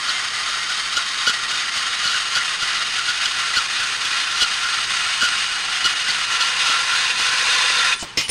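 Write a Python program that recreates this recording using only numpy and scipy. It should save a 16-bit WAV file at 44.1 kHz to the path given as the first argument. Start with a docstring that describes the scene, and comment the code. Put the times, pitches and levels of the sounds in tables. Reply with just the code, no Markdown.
"""Bandsaw cutting steel

Outdoors, a belt-driven bandsaw cuts a steel angle over a faint motor hum. The teeth rasp in the slot
and make the blade and frame ring. The same spots of the blade catch and judder on every lap.
The cut grows louder near its end, the blade breaks through, and the loose piece drops and clatters."""
import sys
import numpy as np
from scipy import signal
from scipy.fft import rfft, irfft, next_fast_len
from scipy.io import wavfile
from scipy.ndimage import uniform_filter1d, minimum_filter1d

SR = 44100
rng = np.random.default_rng(int(sys.argv[2]) if len(sys.argv) > 2 else 0)


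def transcribe(signal):
    """Save signal, clipped to [-1, 1], as a 16-bit WAV file at the path in sys.argv[1]."""
    frames = np.atleast_2d(signal).T
    limited = np.clip(frames, -1, 1)
    pcm = np.round(limited * 32767).astype(np.int16)
    wavfile.write(sys.argv[1], SR, pcm)


N = 366030
TIME = np.arange(N) / SR
LAP_S = 2.281   # one lap of the blade loop
BREAK_S, BREAK_FALL_S = 7.927, .035   # when the blade breaks through, and how long that takes
# How deep the cut is. Each row: time in seconds, share of the way through from 0 to 1.
CUT_DEPTH = [(0, .01), (1.8, 0.16), (2.6, 0.39), (4.0, 0.63), (5.9, .6), (6.4, .86), (7.93, 0.92)]


def rasp():
    """Teeth scrape off chips and ring the steel; the tone shifts as the steel gets thinner."""
    # Overall tone. Each row: frequency in Hz, dB in thick steel, dB when nearly through.
    tone = np.array([(150, -31, -25.5), (570, -18.5, -24.5), (755, -10, -10.5), (943, -16, -12.5),
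                     (1300, -4.5, -0.5), (1660, 0.5, 1), (2300, -4.5, -3), (3200, -5, -4), (4750, -1.5, -5),
                     (6660, -4.5, -8.5), (9040, -13, -17), (9940, -18.5, -18), (12300, -41.5, -42),
                     (15500, -45, -47)])
    # Resonances of blade and steel. Each row: pitch in Hz, width in Hz, dB boost when thick, when thin.
    modes = np.array([(1067, 66, 12, 7), (1222, 110, 9.5, -12), (1371, 13, 12, 15), (1507, 20, 5, 4),
                      (1580, 36, -7, -9), (1785, 12, 2, 4), (1895, 29, 9, 0), (1973, 12.7, 10.5, 9.5),
                      (2094, 15, 13, -6), (2254, 27, 7.5, 4.5), (2130, 28, 0, -9), (2501, 72, 3.5, 10.5),
                      (2690, 74, -2, -2.5), (2722, 55, 4, 10.5), (2860, 89, 4.5, 5), (3117, 140, 9.5, -0.5),
                      (3227, 26, 6, 9), (3520, 41, -15, 1), (3540, 79, 13, 6.5), (3779, 16.6, 15.5, 8),
                      (3730, 95, -2, 3.5), (4130, 27, -2, 13.5), (4600, 24, 8, 5), (4880, 37, -4.5, 9.5),
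                      (5300, 35, -13, -1), (5810, 360, -8, -4.5), (6060, 170, -4, 6),
                      (7450, 570, -12.5, -6.5), (8340, 165, 2.5, 8.5), (8960, 400, -3.5, 0.5)])
    # The blade rings most when deep in the cut. Each row: time in seconds, dB against the rasp.
    blade_levels = [(0, -32), (1.8, -13), (2.4, -11), (4.0, -15), (5.0, -10.5), (6.2, -9), (7.2, -15),
                    (8.3, -33)]
    # Friction chirps. Each row: pitch in Hz, wander in Hz, dB against the rasp, flicker in dB.
    chirps = [(1982, 38, -19, 11.5), (3654, 110, -17, 3.5)]
    depth = in_time(CUT_DEPTH)
    thick = colour(teeth(per_s=2200, spread_db=.5, friction_db=1), tone[:, :2], modes[:, :3])
    thin = colour(teeth(per_s=2600, spread_db=2, friction_db=1), tone[:, [0, 2]], modes[:, [0, 1, 3]])
    cut = np.sqrt(1 - depth) * thick + np.sqrt(depth) * thin
    cut += from_db(in_time(blade_levels)) * stick_slip(2890, waver_hz=54.9, rough_db=2.5)
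    for hz, wander_hz, db, flicker_db in chirps:
        flicker = rms_one(from_db(flicker_db * np.minimum(drift(9.3), 2)))
        cut += from_db(db) * flicker * stick_slip(hz + wander_hz * drift(4), waver_hz=54, rough_db=-2.5)
    flutter_db = 1.17 * drift(33)   # the push on the teeth flutters quickly
    return cut * from_db(cutting_db() + flutter_db)


def light_judder():
    """The blade shudders more with depth and pressure, and stops as it breaks through."""
    level_db = -39.5 + 7 * in_time(CUT_DEPTH) + 4 * pressure_db() + 3.5 * drift(14)
    still_cutting = np.clip((BREAK_S - TIME) / BREAK_FALL_S, 0, 1)
    pitch = 1400 + 50 * drift(4)
    return from_db(level_db) * still_cutting * stick_slip(pitch, waver_hz=60.95, rough_db=4.5)


def snags():
    """A catching tooth strains the blade: it judders and screeches, and the frame thuds."""
    # Chips jam the blade. Each row: peak time and length in seconds, judder pitch in Hz,
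    # then judder, screech and thud levels in dB.
    jams = [(0.974, 0.015, 1423, -15.5, -12.5, -37.5), (1.2754, 0.0072, 1463, -9, -3, -27),
            (2.056, .02, 1440, -24, -15, -45), (2.367, 0.017, 1469, -36, -16, -38),
            (2.627, 0.011, 1460, -21, -20, -41), (3.095, 0.024, 1450, -18.5, -18, -47),
            (3.258, 0.011, 1514, -23, -14, -60), (3.571, 0.01, 1452, -29, -21, -36),
            (4.422, 0.018, 1435, -20, -10, -30.5), (5.232, 0.03, 1450, -15, -10, -36.5),
            (5.86, .016, 1407, -35, -11, -39), (6.419, 0.02, 1394, -18, -14, -55),
            (6.7, 0.013, 1383, -31, -24, -36.5), (7.204, .03, 1350, -31, -16, -44)]
    # Tall teeth and the weld catch on every lap. Each row: as above, but timed within the lap.
    catches = [(.093, 0.031, 1430, -20.5, -21.5, -50), (.352, 0.0091, 1403, -30.5, -26.5, -48),
               (.495, 0.054, 1354, -29, -28, -57), (.705, .028, 1432, -24, -24, -54),
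               (1.296, 0.019, 1415, -16, -12, -40), (1.535, 0.043, 1450, -27, -22, -47),
               (1.772, 0.02, 1430, -40, -18.5, -47), (2.1, 0.051, 1370, -26, -20.5, -59),
               (2.155, 0.026, 1410, -28.5, -22.5, -52)]
    # Overtones of a hard judder. Each row: multiple of its pitch, level in dB.
    overtones = [(2.06, -4.5), (3.101, 4.5), (4.126, -5)]
    # Blade resonances that screech. Each row: pitch in Hz, width in Hz, level in dB.
    screech_modes = [(1960, 250, -14), (2925, 110, 19), (3380, 120, 16), (3980, 150, 11), (4640, 144, 12),
                     (5060, 120, 13.5), (5980, 68, 11), (6750, 97, 10), (8260, 3200, -2)]
    judder, screech, thud = np.zeros((3, N))
    rows = sorted(every_lap(catches) + [tuple(row) for row in jams])
    for s, length, _, judder_db, screech_db, thud_db in rows:
        judder += from_db(judder_db) * swell(s + .0016, length * .95)   # peaks just after the screech
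        screech += from_db(screech_db) * swell(s, length)
        thud += from_db(thud_db) * swell(s, length * .5)
    pitch = in_time([(row[0], row[2]) for row in rows])
    squeal = sum(from_db(db) * stick_slip(multiple * pitch, waver_hz=166.3, rough_db=-10.5)
                 for multiple, db in overtones)
    chips = band(teeth(per_s=3100, spread_db=6, friction_db=-12.5), 730, 8700)
    grind = resonate(chips, screech_modes)
    return (from_db(-2.5) * judder * stick_slip(pitch, waver_hz=55.9, rough_db=2)
            + screech * (from_db(-10) * rms_one(squeal) + from_db(-6.5) * grind)
            + from_db(5.5) * thud * band(rng.standard_normal(N), 16, 580, order=1))


def offcut():
    """The loose piece scrapes free, then lands and bounces: each touch is a clash, a dull thud and a clear
    ring."""
    # Each row is a touch, the first a scrape as the piece comes free: start in seconds, clash in dB, its
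    # seconds to fade 60 dB, ring dB, thud dB.
    touches = [(8.026, -36, 0.12, -55, -26.5), (8.1732, -16, 0.29, -14.5, -23.5),
               (8.211, -26, 0.06, -29, -65), (8.282, -26.5, 0.046, -45, -39), (8.292, -26, .1, -24, -27.5)]
    # The notes of the piece. Each row: pitch in Hz, level in dB, seconds to fade 60 dB.
    modes = [(2100, -5, .16), (2482, -9, .3), (2815, -5, .16), (3117, -9, .3), (3885, -15, .15),
             (4780, -8, .2), (5315, 4, .085), (6340, -8, .12), (6635, -14, .2), (7550, -19, .35),
             (8980, -20, .25)]
    # Tone of the clash. Each row: frequency in Hz, level in dB.
    clash_tone = [(180, -55), (300, -42), (892, -25), (1090, -14.5), (1180, -14), (1810, -17), (2070, -7.5),
                  (3510, -10), (5480, -10.5), (15500, -43)]
    clash, thud, rings = np.zeros((3, N))
    for s, clash_db, fade_s, _, thud_db in touches:
        age = np.maximum(TIME - s, 0)
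        clash += (TIME >= s) * from_db(clash_db - 60 * age / fade_s)
        thud += (TIME >= s) * from_db(thud_db - 60 * age / .13)
    starts = [min(round(row[0] * SR), N - 1) for row in touches]
    ring_db = np.array(touches)[:, 3]
    for hz, db, fade_s in modes:
        clicks = np.zeros(N)
        clicks[starts] = from_db(ring_db + db) * rng.choice([-1, 1], len(starts))
        rings += ring(clicks, hz, fade_s)
    soften = signal.butter(4, 9500, fs=SR, output="sos")   # the contact is not perfectly hard
    return (signal.sosfilt(soften, rings)
            + clash * colour(rng.standard_normal(N), clash_tone)
            + thud * band(rng.standard_normal(N), 18, 680, order=1))


def singing():
    """The side of the blade rubs thin notes out of the slot, then hisses along the cut face."""
    # Each row: peak time and length in seconds, pitch in Hz, glide in Hz a second, waver in Hz, dB.
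    rubs = [(3.6, 0.29, 2510, 0, 26, -37), (5.198, 0.86, 8290, -1, 62, -42),
            (5.72, 0.3, 765, -150, 40, -44), (7.7, 0.21, 3570, -150, 35, -26),
            (7.928, 0.009, 2490, -2.5, 20.7, -18), (7.97, .05, 9300, 3, 50, -44),
            (8.02, 0.023, 2980, -1, 12, -31.5), (8.097, .03, 2970, 0, 12, -41.5),
            (8.247, 0.022, 2960, 2, 14, -26.5), (8.25, .03, 9300, -3, 50, -39),
            (8.3, 0.013, 9250, -1, 80, -16.5)]
    notes = np.zeros(N)
    for s, length, hz, glide, waver_hz, db in rubs:
        pitch = hz + glide * (TIME - s)
        notes += from_db(db) * swell(s, length) * stick_slip(pitch, waver_hz, rough_db=4)
    hiss = band(rng.standard_normal(N), 4200, 8600, order=4)
    return notes + from_db(-31) * swell(8.015, length=.031) * hiss


def blade_guides():
    """The blade runs through its guides with a steady rushing sound."""
    # Each row: frequency in Hz, level in dB.
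    tone = [(120, -22), (200, -10), (358, -25.5), (742, -18), (890, -1.5), (1010, -5.5), (2650, -10.5),
            (3010, -9), (3550, -26), (9140, -36), (15500, -70)]
    return from_db(-42.5) * colour(rng.standard_normal(N), tone)


def drive():
    """The motor hums, the belt rumbles, and the frame whines on two notes late in the cut."""
    # Motor tones. Each row: pitch in Hz, level in dB before the depth of the cut changes it.
    motor_tones = [(60, -84), (120, -60.5), (180, -65), (240, -74)]
    # Tone of the belt and wheels. Each row: frequency in Hz, level in dB.
    belt_tone = [(12, -23), (20, 8.5), (81, -4.5), (114, 1), (147, -4), (485, 0), (551, -23), (600, -7.5),
                 (780, -6), (1320, -120)]
    depth = in_time(CUT_DEPTH)
    hum = sum(from_db(db) * np.sqrt(2) * np.sin(2 * np.pi * hz * TIME + .19 * drift(2.4))
              for hz, db in motor_tones)
    rumble = from_db(-51 + 1.3 * drift(15)) * colour(rng.standard_normal(N), belt_tone)
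    low_note = stick_slip(505, waver_hz=16.3, rough_db=6)
    high_note = from_db(12) * stick_slip(1024, waver_hz=49.87, rough_db=4.5)
    whine = from_db(cutting_db() - 23.5) * depth ** 4 * (low_note + high_note)
    return hum * from_db(7.5 * depth - 3) + rumble + whine


def cutting_db(drop_db=11, fade_db_per_s=54):
    """The cut is as loud as the push on the teeth, and dies away once the blade is through."""
    # How hard the saw bears down. Each row: time in seconds, level in dB.
    feed = [(0.0, -24.5), (1.86, -24), (1.99, -24), (2.1, -24), (4.94, -23), (5.16, -22.5), (5.55, -24),
            (6.32, -22.5), (6.63, -20.5), (7.22, -21), (7.45, -18), (7.65, -18), (7.78, -18), (7.85, -19)]
    after = np.maximum(TIME - BREAK_S, 0)
    release_db = drop_db * np.minimum(after / BREAK_FALL_S, 1) + fade_db_per_s * after
    return in_time(feed) + 1 + pressure_db() - release_db


def pressure_db(turns_per_lap=8, swing_db=.5, peak_s=.17):
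    """The push on the teeth swells with each wheel turn and eases where the blade is dull."""
    # Dull stretches. Each row: seconds into the lap, length in seconds, pressure change in dB.
    dull_spots = [(.025, 0.016, -1.7), (.295, .038, -2), (.615, .018, -0.8), (1.06, 0.062, -1),
                  (1.39, 0.026, -1.5), (1.71, 0.027, -2.5), (1.97, .035, -1)]
    wheel = swing_db * np.cos(2 * np.pi * (TIME - peak_s) * turns_per_lap / LAP_S)
    return wheel + sum(db * swell(s, length) for s, length, db in every_lap(dull_spots))


def teeth(per_s, spread_db, friction_db):
    """Chips break off at random with uneven force, over the hiss of smooth sliding."""
    force = from_db(spread_db * np.minimum(rng.exponential(1, N), 4)) * rng.choice([-1, 1], N)
    chips = rms_one(force * (rng.random(N) < per_s / SR))
    return rms_one(chips + from_db(friction_db) * rng.standard_normal(N))


def stick_slip(hz, waver_hz, rough_db):
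    """Rubbing steel grips and slips, making a tone of unsteady pitch and strength."""
    phase = 2 * np.pi * np.cumsum(hz + waver_hz * drift(147.7)) / SR
    return rms_one(np.sin(phase) * from_db(rough_db * drift(164)))


def swell(s, length):
    """A rise and fall around time s, each about `length` seconds: friction grips faster than it lets go."""
    out = np.zeros(N)
    near = slice(max(0, int((s - 4 * length) * SR)), max(0, int((s + 4 * length) * SR)))
    age = (TIME[near] - s) / length
    out[near] = np.exp(-np.where(age < 0, 1.7, 1.2) * age ** 2)
    return out


def every_lap(rows):
    """Repeat events on each lap of the blade until it breaks through."""
    return [(start + s, *rest) for start in np.arange(0, BREAK_S, LAP_S)
            for s, *rest in rows if start + s < BREAK_S]


def colour(x, spectrum, modes=()):
    """Give a sound a broad tone, with narrow peaks and dips on top."""
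    hz = np.geomspace(10, SR / 2, 4000)
    points_hz, points_db = np.transpose(spectrum)
    db = np.interp(np.log(hz), np.log(points_hz), points_db)
    for centre, width, boost in modes:
        db += boost / (1 + (2 * (hz - centre) / width) ** 2)
    size = next_fast_len(N)
    gain = np.interp(np.arange(size // 2 + 1) * SR / size, hz, from_db(db))
    return rms_one(irfft(rfft(x, size) * gain, size)[:N])


def resonate(x, modes):
    """Let a sound ring several resonances side by side."""
    out = 0
    for k, (hz, width, db) in enumerate(modes):
        r = np.exp(-np.pi * width / SR)
        poles = [1, -2 * r * np.cos(2 * np.pi * hz / SR), r * r]
        out += (-1) ** k * from_db(db) * (1 - r * r) / 2 * signal.lfilter([1, 0, -1], poles, x)
    return rms_one(out)


def ring(clicks, hz, fade_s):
    """Each click starts a pure tone that fades 60 dB in fade_s seconds."""
    r, w = from_db(-60 / (fade_s * SR)), 2 * np.pi * hz / SR
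    return signal.lfilter([0, np.sin(w)], [1, -2 * r * np.cos(w), r * r], clicks + 1e-18)


def band(x, low_hz, high_hz, order=2):
    """Keep the sound between two frequencies."""
    return rms_one(signal.sosfilt(signal.butter(order, [low_hz, high_hz], "band", fs=SR, output="sos"), x))


def drift(rate_hz):
    """A smooth random wander of typical size 1; a higher rate wanders faster."""
    r = np.exp(-40 * np.pi * rate_hz / SR)
    noise = rng.standard_normal(N // 20 + 2002)   # one value every 20 samples
    slow = signal.lfilter([1], [1, -2 * r, r * r], noise)[2000:]
    return np.interp(np.arange(N) / 20, np.arange(len(slow)), rms_one(slow))


def in_time(rows):
    """Join (seconds, value) rows with straight lines."""
    return np.interp(TIME, *np.transpose(rows))


def rms_one(x):
    """Scale to an average strength (rms) of 1."""
    return x / np.sqrt(np.mean(x ** 2) + 1e-20)


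def from_db(db):
    """Turn decibels into a multiplier."""
    return 10 ** (np.asarray(db) / 20)


def scene():
    """The saw in open air, close by."""
    return (blade_guides() + rasp() + light_judder() + snags() + drive() + singing() + offcut())[None]


def record(dry):
    """A fast limiter holds the peaks down, and the highest treble is cut."""
    ceiling, reaction_s, cutoff_hz = .55, .002, 15800
    size = int(reaction_s * SR)
    gain = (1 + (dry / ceiling) ** 4) ** -.25
    smooth_gain = uniform_filter1d(minimum_filter1d(gain, size), size)
    return signal.sosfilt(signal.ellip(10, .1, 80, cutoff_hz, fs=SR, output="sos"), dry * smooth_gain)


dry = scene()
out = record(dry)
transcribe(out)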